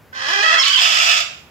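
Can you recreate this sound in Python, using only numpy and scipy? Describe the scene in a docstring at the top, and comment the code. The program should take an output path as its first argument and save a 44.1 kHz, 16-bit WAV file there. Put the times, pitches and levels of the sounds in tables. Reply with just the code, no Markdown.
"""A grey parrot gives one long harsh squawk in a wire cage in a small room.
Uneven pulses and puffs of air from its syrinx are coloured by resonances of throat and cage.
The call starts as a low growl with thin ringing tones in it, jumps to a pitched caw, breaks into
short squeals and ends in an open-beaked rasp with a warbling shriek on top.
The room rings briefly over a faint rumble."""
import sys
import numpy as np
from scipy import signal
from scipy.fft import rfft, irfft
from scipy.io import wavfile

SR = 44100
rng = np.random.default_rng(int(sys.argv[2]) if len(sys.argv) > 2 else 0)


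def transcribe(u):
    """Save the signal u as a 16-bit wav file named by the first command-line argument.

    u: samples, shape (n,) or (channels, n), limited to [-1, 1]; the rate is SR.
    q: integer samples, one column per channel.
    """
    v = np.clip(np.atleast_2d(u).T, -1, 1)
    q = np.round(v * 32767).astype(np.int16)
    wavfile.write(sys.argv[1], SR, q)


N = 66150
T, FREQS = np.arange(N) / SR, np.fft.rfftfreq(2 * N, 1 / SR)
JITTER_HZ, FLUTTER_HZ, WOBBLE_HZ = 350, 174.4, 44.98  # rates of random modulation
TONE_EDGE_S, CUTOFF_HZ = 0.0021, 15800

# Two thin ringing tones within the growl, followed by short gliding squeals:
# start_s, length_s, first_hz, middle_hz, last_hz, level_db, harmonic_number
TONES = [(0.127, .15, 1534, 1587, 1623, -37, 3), (0.361, 0.051, 2408, 2422, 2448, -23.5, 6),
         (0.57, 0.048, 3215, 3261, 3024, -18.5, 3), (0.59, 0.025, 5270, 5337, 5294, -16, 5),
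         (0.62, 0.011, 4400, 4410, 4270, -19, 4), (0.626, .016, 4296, 3247, 2520, -14.5, 2),
         (0.651, .017, 5010, 3845, 2910, -16.5, 2), (0.665, 0.012, 2983, 3057, 2780, -14, 2),
         (0.698, .024, 2950, 3120, 3020, -13, 2), (.732, 0.011, 3344, 3128, 2990, -10.5, 2),
         (0.745, 0.018, 3008, 3122, 2850, -11, 2), (0.77, 0.016, 3082, 3093, 3420, -13, 3)]


def amp(db):
    """Decibels to amplitude ratio."""
    return 10 ** (np.asarray(db) / 20)


def unit(x):
    """Normalisation to rms 1."""
    return x / np.sqrt(np.mean(x ** 2) + 1e-20)


def response(points, hz=FREQS):
    """Interpolation of a table on a log-frequency axis."""
    f, value = np.transpose(points)
    return np.interp(np.log(hz + 1), np.log(f + 1), value)


def shape(x, gain):
    """Linear filtering: the spectrum is multiplied by a gain given at FREQS."""
    return irfft(rfft(x, 2 * N) * gain)[..., :N]


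def wander(hz):
    """Band-pass noise of rms 1: random motion up to a rate, without slow drift."""
    ratio = (FREQS / hz) ** 2
    return unit(shape(rng.standard_normal(N), ratio / (ratio + .015) / (1 + ratio ** 2)))


def gate(times, edge_s=0.0088):
    """Trapezoidal envelope from the first time to the last."""
    return np.clip(np.minimum(T - times[0], times[-1] - T) / edge_s, 0, 1)


def rumble():
    """Partly coherent noise: a faint rumble and hiss, mostly common to both sides."""
    # Background spectrum: frequency_hz, relative_density_db
    spectrum = [(25, -28), (45, -24), (65, -3.5), (95, 0), (150, -3.5), (220, -5), (320, -10), (500, -10),
                (1000, -14.5), (2000, -16.5), (3400, -26), (8000, -32), (11000, -32), (15000, -30)]
    noise = rng.standard_normal(N) + 0.46 * rng.standard_normal((2, N))
    return amp(-49.5) * unit(shape(noise, amp(response(spectrum))))


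def register(contour, resonances, wobble, air, flutter_db, doubling):
    """Source-filter model: uneven syrinx pulses and puffs of air excite resonances of throat and cage."""
    times, hz, db, jitter = np.transpose(contour)
    deviation = np.interp(T, times, jitter) * (wander(JITTER_HZ) + wobble * wander(WOBBLE_HZ))
    cycles = np.cumsum(np.interp(T, times, hz) * (1 + deviation)) / SR
    spread_rad = .45  # quadratic phase smears each pulse over its cycle
    harmonics = range(1, int(CUTOFF_HZ / hz.mean()))
    pulses = sum(np.cos(2 * np.pi * k * cycles + spread_rad * k * k) for k in harmonics)
    pulses *= 1 + doubling * np.cos(np.pi * cycles)  # period doubling: strong and weak alternate
    puffs = (0.46 + np.exp(-(cycles % 1) / 0.54)) * rng.standard_normal(N)
    drive = (unit(pulses) + air * unit(puffs)) * amp(flutter_db * wander(FLUTTER_HZ))
    voice = shape(drive, amp(response(resonances)))
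    rms = np.sqrt(np.average(voice ** 2, weights=gate(times)))
    return voice / rms * gate(times) * amp(np.interp(T, times, db))


def growl():
    """Pitch jitter roughens a low pulse train that rises and swells."""
    # Syrinx motion: time_s, pitch_hz, level_db, jitter_ratio
    contour = [(.122, 259.4, -55, .11), (.152, 265.5, -33, .1), (.22, 266, -26.5, 0.0798),
               (.265, 277.4, -23.5, 0.028), (.295, 323.5, -19, 0.035), (.325, 394.7, -18.5, 0.029),
               (.37, 402.4, -20, 0.007), (.41, 409.7, -18.5, 0.011), (.445, 431.5, -15, 0.036)]
    # Resonances of throat and cage: frequency_hz, gain_db
    resonances = [(200, -30), (400, -12.5), (520, -14), (690, -7.5), (850, -7), (1200, -1.5), (1450, -4),
                  (1600, 6.5), (1800, -1.5), (2000, 0), (2200, -21), (2430, -1), (2800, -9), (3050, 1),
                  (3230, 4), (3500, -7.5), (5300, -7), (7700, -22), (8600, -32.5), (15000, -40.5)]
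    return register(contour, resonances, wobble=.6, air=.42, flutter_db=2.2, doubling=.2)


def rings_and_squeals():
    """One dominant harmonic with weak neighbours: thin ringing in the growl, then gliding squeals."""
    out, waver = np.zeros(N), 1 + 0.0116 * wander(JITTER_HZ)
    for start, length, first, middle, last, db, harmonic in TONES:
        progress = np.clip((T - start) / length, 0, 1)
        arch = (middle - (first + last) / 2) * np.sin(np.pi * progress)
        hz = first + (last - first) * progress + arch
        phase = 2 * np.pi * np.cumsum(hz * waver) / SR / harmonic
        tone = sum(np.sin(k * phase) * amp(0 if k == harmonic else -13.5)
                   for k in range(1, harmonic + 2))
        out += amp(db) * unit(tone) * gate((start, start + length), TONE_EDGE_S)
    return out


def caw():
    """Period doubling puts subharmonics between the partials of a nearly level pitch."""
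    # Syrinx motion: time_s, pitch_hz, level_db, jitter_ratio
    contour = [(.425, 622.8, -16, 0.0356), (.442, 643, -16.5, 0.027), (.462, 650, -16.5, 0.04),
               (.482, 655.7, -16.5, 0.015), (.50, 644, -14, 0.03), (.525, 670.6, -14.5, 0.026),
               (.555, 648.6, -15, 0.046), (.578, 639.8, -20, 0.081), (.60, 681, -17, 0.13)]
    # Resonances of throat and cage: frequency_hz, gain_db
    resonances = [(200, -36), (330, -21.5), (480, -13.5), (650, -10.5), (950, -11), (1300, 0), (1650, 3.5),
                  (1950, 1), (2250, -11), (2600, -0.5), (2950, -8.5), (3250, 1.5), (3600, -10.5),
                  (5200, -10.5), (7700, -22), (9000, -36), (15000, -44)]
    return register(contour, resonances, wobble=.6, air=.4, flutter_db=2.5, doubling=.5)


def voice_break():
    """A register jump to a high, rough voice, which gives way while a squeal lasts."""
    # Syrinx motion: time_s, pitch_hz, level_db, jitter_ratio
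    contour = [(.575, 1056, -20, 0.038), (.60, 1068, -18.5, 0.017), (.618, 1059, -15, 0.042),
               (.635, 1120, -21.5, 0.087), (.66, 1141, -14.5, 0.0828), (.695, 1160, -18.5, 0.055),
               (.73, 1129, -18, 0.058), (.755, 993, -20.5, 0.056), (.785, 928, -16, 0.078)]
    # Resonances of throat and cage: frequency_hz, gain_db
    resonances = [(400, -57), (850, -30), (1100, -13), (1500, -9.5), (1900, -13.5), (2600, -2.5),
                  (3150, -3), (4000, -8.5), (5200, -10.5), (7700, -16.5), (9000, -32), (15000, -33.5)]
    voice = register(contour, resonances, wobble=.6, air=.7, flutter_db=3, doubling=.5)
    tone_on = sum(gate((start, start + length), TONE_EDGE_S) for start, length, *_ in TONES)
    return voice * amp(-6.5 * np.minimum(tone_on, 1))


def rasp():
    """Deep jitter broadens the falling harmonics into an open-beaked rasp."""
    # Syrinx motion: time_s, pitch_hz, level_db, jitter_ratio
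    contour = [(.765, 950, -24, 0.0801), (.80, 819.8, -17.5, .14), (.835, 700.3, -14.5, .16),
               (.89, 665.5, -18, 0.1311), (.96, 679.3, -17.5, 0.1103), (1.03, 670.4, -16.5, .11),
               (1.095, 662.5, -15.5, 0.1006), (1.175, 649.6, -18, .11), (1.21, 638.8, -22, .11),
               (1.24, 625, -32, 0.12)]
    # Resonances of throat and cage: frequency_hz, gain_db
    resonances = [(250, -31.5), (450, -25.5), (600, -16.5), (730, -11.5), (900, -13.5), (1130, -11.5),
                  (1300, -2.5), (1500, -7), (2150, -7.5), (2660, 3.5), (2900, -2), (3400, 2.5),
                  (4100, -9.5), (5100, -2), (6200, -10), (7600, -9.5), (8700, -32), (11000, -26.5),
                  (15000, -30.5)]
    return register(contour, resonances, wobble=.7, air=.7, flutter_db=3, doubling=.3)


def shriek():
    """Random frequency and amplitude modulation make a sinking tone warble over the rasp."""
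    # Path of the tone: time_s, pitch_hz, level_db
    contour = [(0.774, 3200, -16), (.80, 3200, -19.5), (0.829, 3100, -19), (.88, 3050, -24),
               (0.971, 2850, -19.5), (1.03, 2713, -24), (1.10, 2680, -21.5), (1.179, 2620, -27),
               (1.23, 2550, -35)]
    times, hz, db = np.transpose(contour)
    cycles = np.cumsum(np.interp(T, times, hz) * (1 + 0.093 * wander(FLUTTER_HZ))) / SR
    tone = np.sin(2 * np.pi * cycles) * amp(3.5 * wander(FLUTTER_HZ))
    return unit(tone) * gate(times) * amp(np.interp(T, times, db))


def room(voice):
    """Reverberation: early reflections and a diffuse tail follow the direct sound at two microphones."""
    # Reverberation time: frequency_hz, t60_s
    decay = [(200, 0.83), (1000, .6), (2500, 0.54), (5000, 0.46), (8000, 0.49), (15000, 0.28)]
    # Phase of the direct sound, left ahead of right: frequency_hz, lead_rad
    left_lead = [(0, 12.5), (860, -1.3), (2670, -6.0), (4310, -4), (6120, 3.34), (6980, 9.5), (8790, 5.5),
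                 (11800, 15.5), (12800, 8.5), (14000, 8), (14500, 5), (15300, 6.7)]
    taps = rng.choice([-1., 1.], (2, 2, N)) * (rng.random((2, 2, N)) < 4000 / SR)  # 4000 a second
    early = taps[0] * np.exp(-T / 0.013) * (T > .001)
    hz, t, bands = signal.stft(taps[1] * (T > .008), SR, nperseg=256)
    bands *= amp(-60 * t / response(decay, hz)[:, None])
    tail = signal.istft(bands, SR, nperseg=256)[1][:, :N]
    echoes = sum(amp(db) * part / np.linalg.norm(part, axis=1, keepdims=True)
                 for part, db in ((early, -1), (tail, -4.5)))
    direct = np.array([shape(voice, np.exp(1j * response(left_lead))), voice])
    return direct + signal.fftconvolve(voice[None], echoes, axes=1)[:, :N]


def scene():
    """Superposition of the call's parts; unequal channel levels place the bird a little to the right."""
    # Colour of the voice on each side: frequency_hz, gain_db
    left = [(400, -3.5), (1200, -1.5), (2400, -4.5), (3200, -6), (5000, -4), (9000, -1.5), (15000, -1.5)]
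    right = [(400, -1.8), (1200, 1.04), (2400, 1.6), (3200, 0.067), (5000, 1.73), (9000, -0.15),
             (15000, -0.49)]
    voice = growl() + caw() + voice_break() + rasp() + rings_and_squeals() + shriek()
    return shape(room(voice), amp([response(left), response(right)])) + rumble()


def record(dry):
    """Soft saturation rounds the peaks; a narrow treble notch and a low-pass filter follow."""
    ceiling, notch_hz, width_hz = .92, 8540, 390
    rounded = dry / (1 + (dry / ceiling) ** 12) ** (1 / 12)
    notched = shape(rounded, amp(-16.5 * np.exp(-((FREQS - notch_hz) / width_hz) ** 2)))
    low_pass = signal.firwin(511, CUTOFF_HZ, window=("kaiser", 9), fs=SR)
    return signal.oaconvolve(notched, low_pass[None], "same")


dry = scene()
out = record(dry)
transcribe(out)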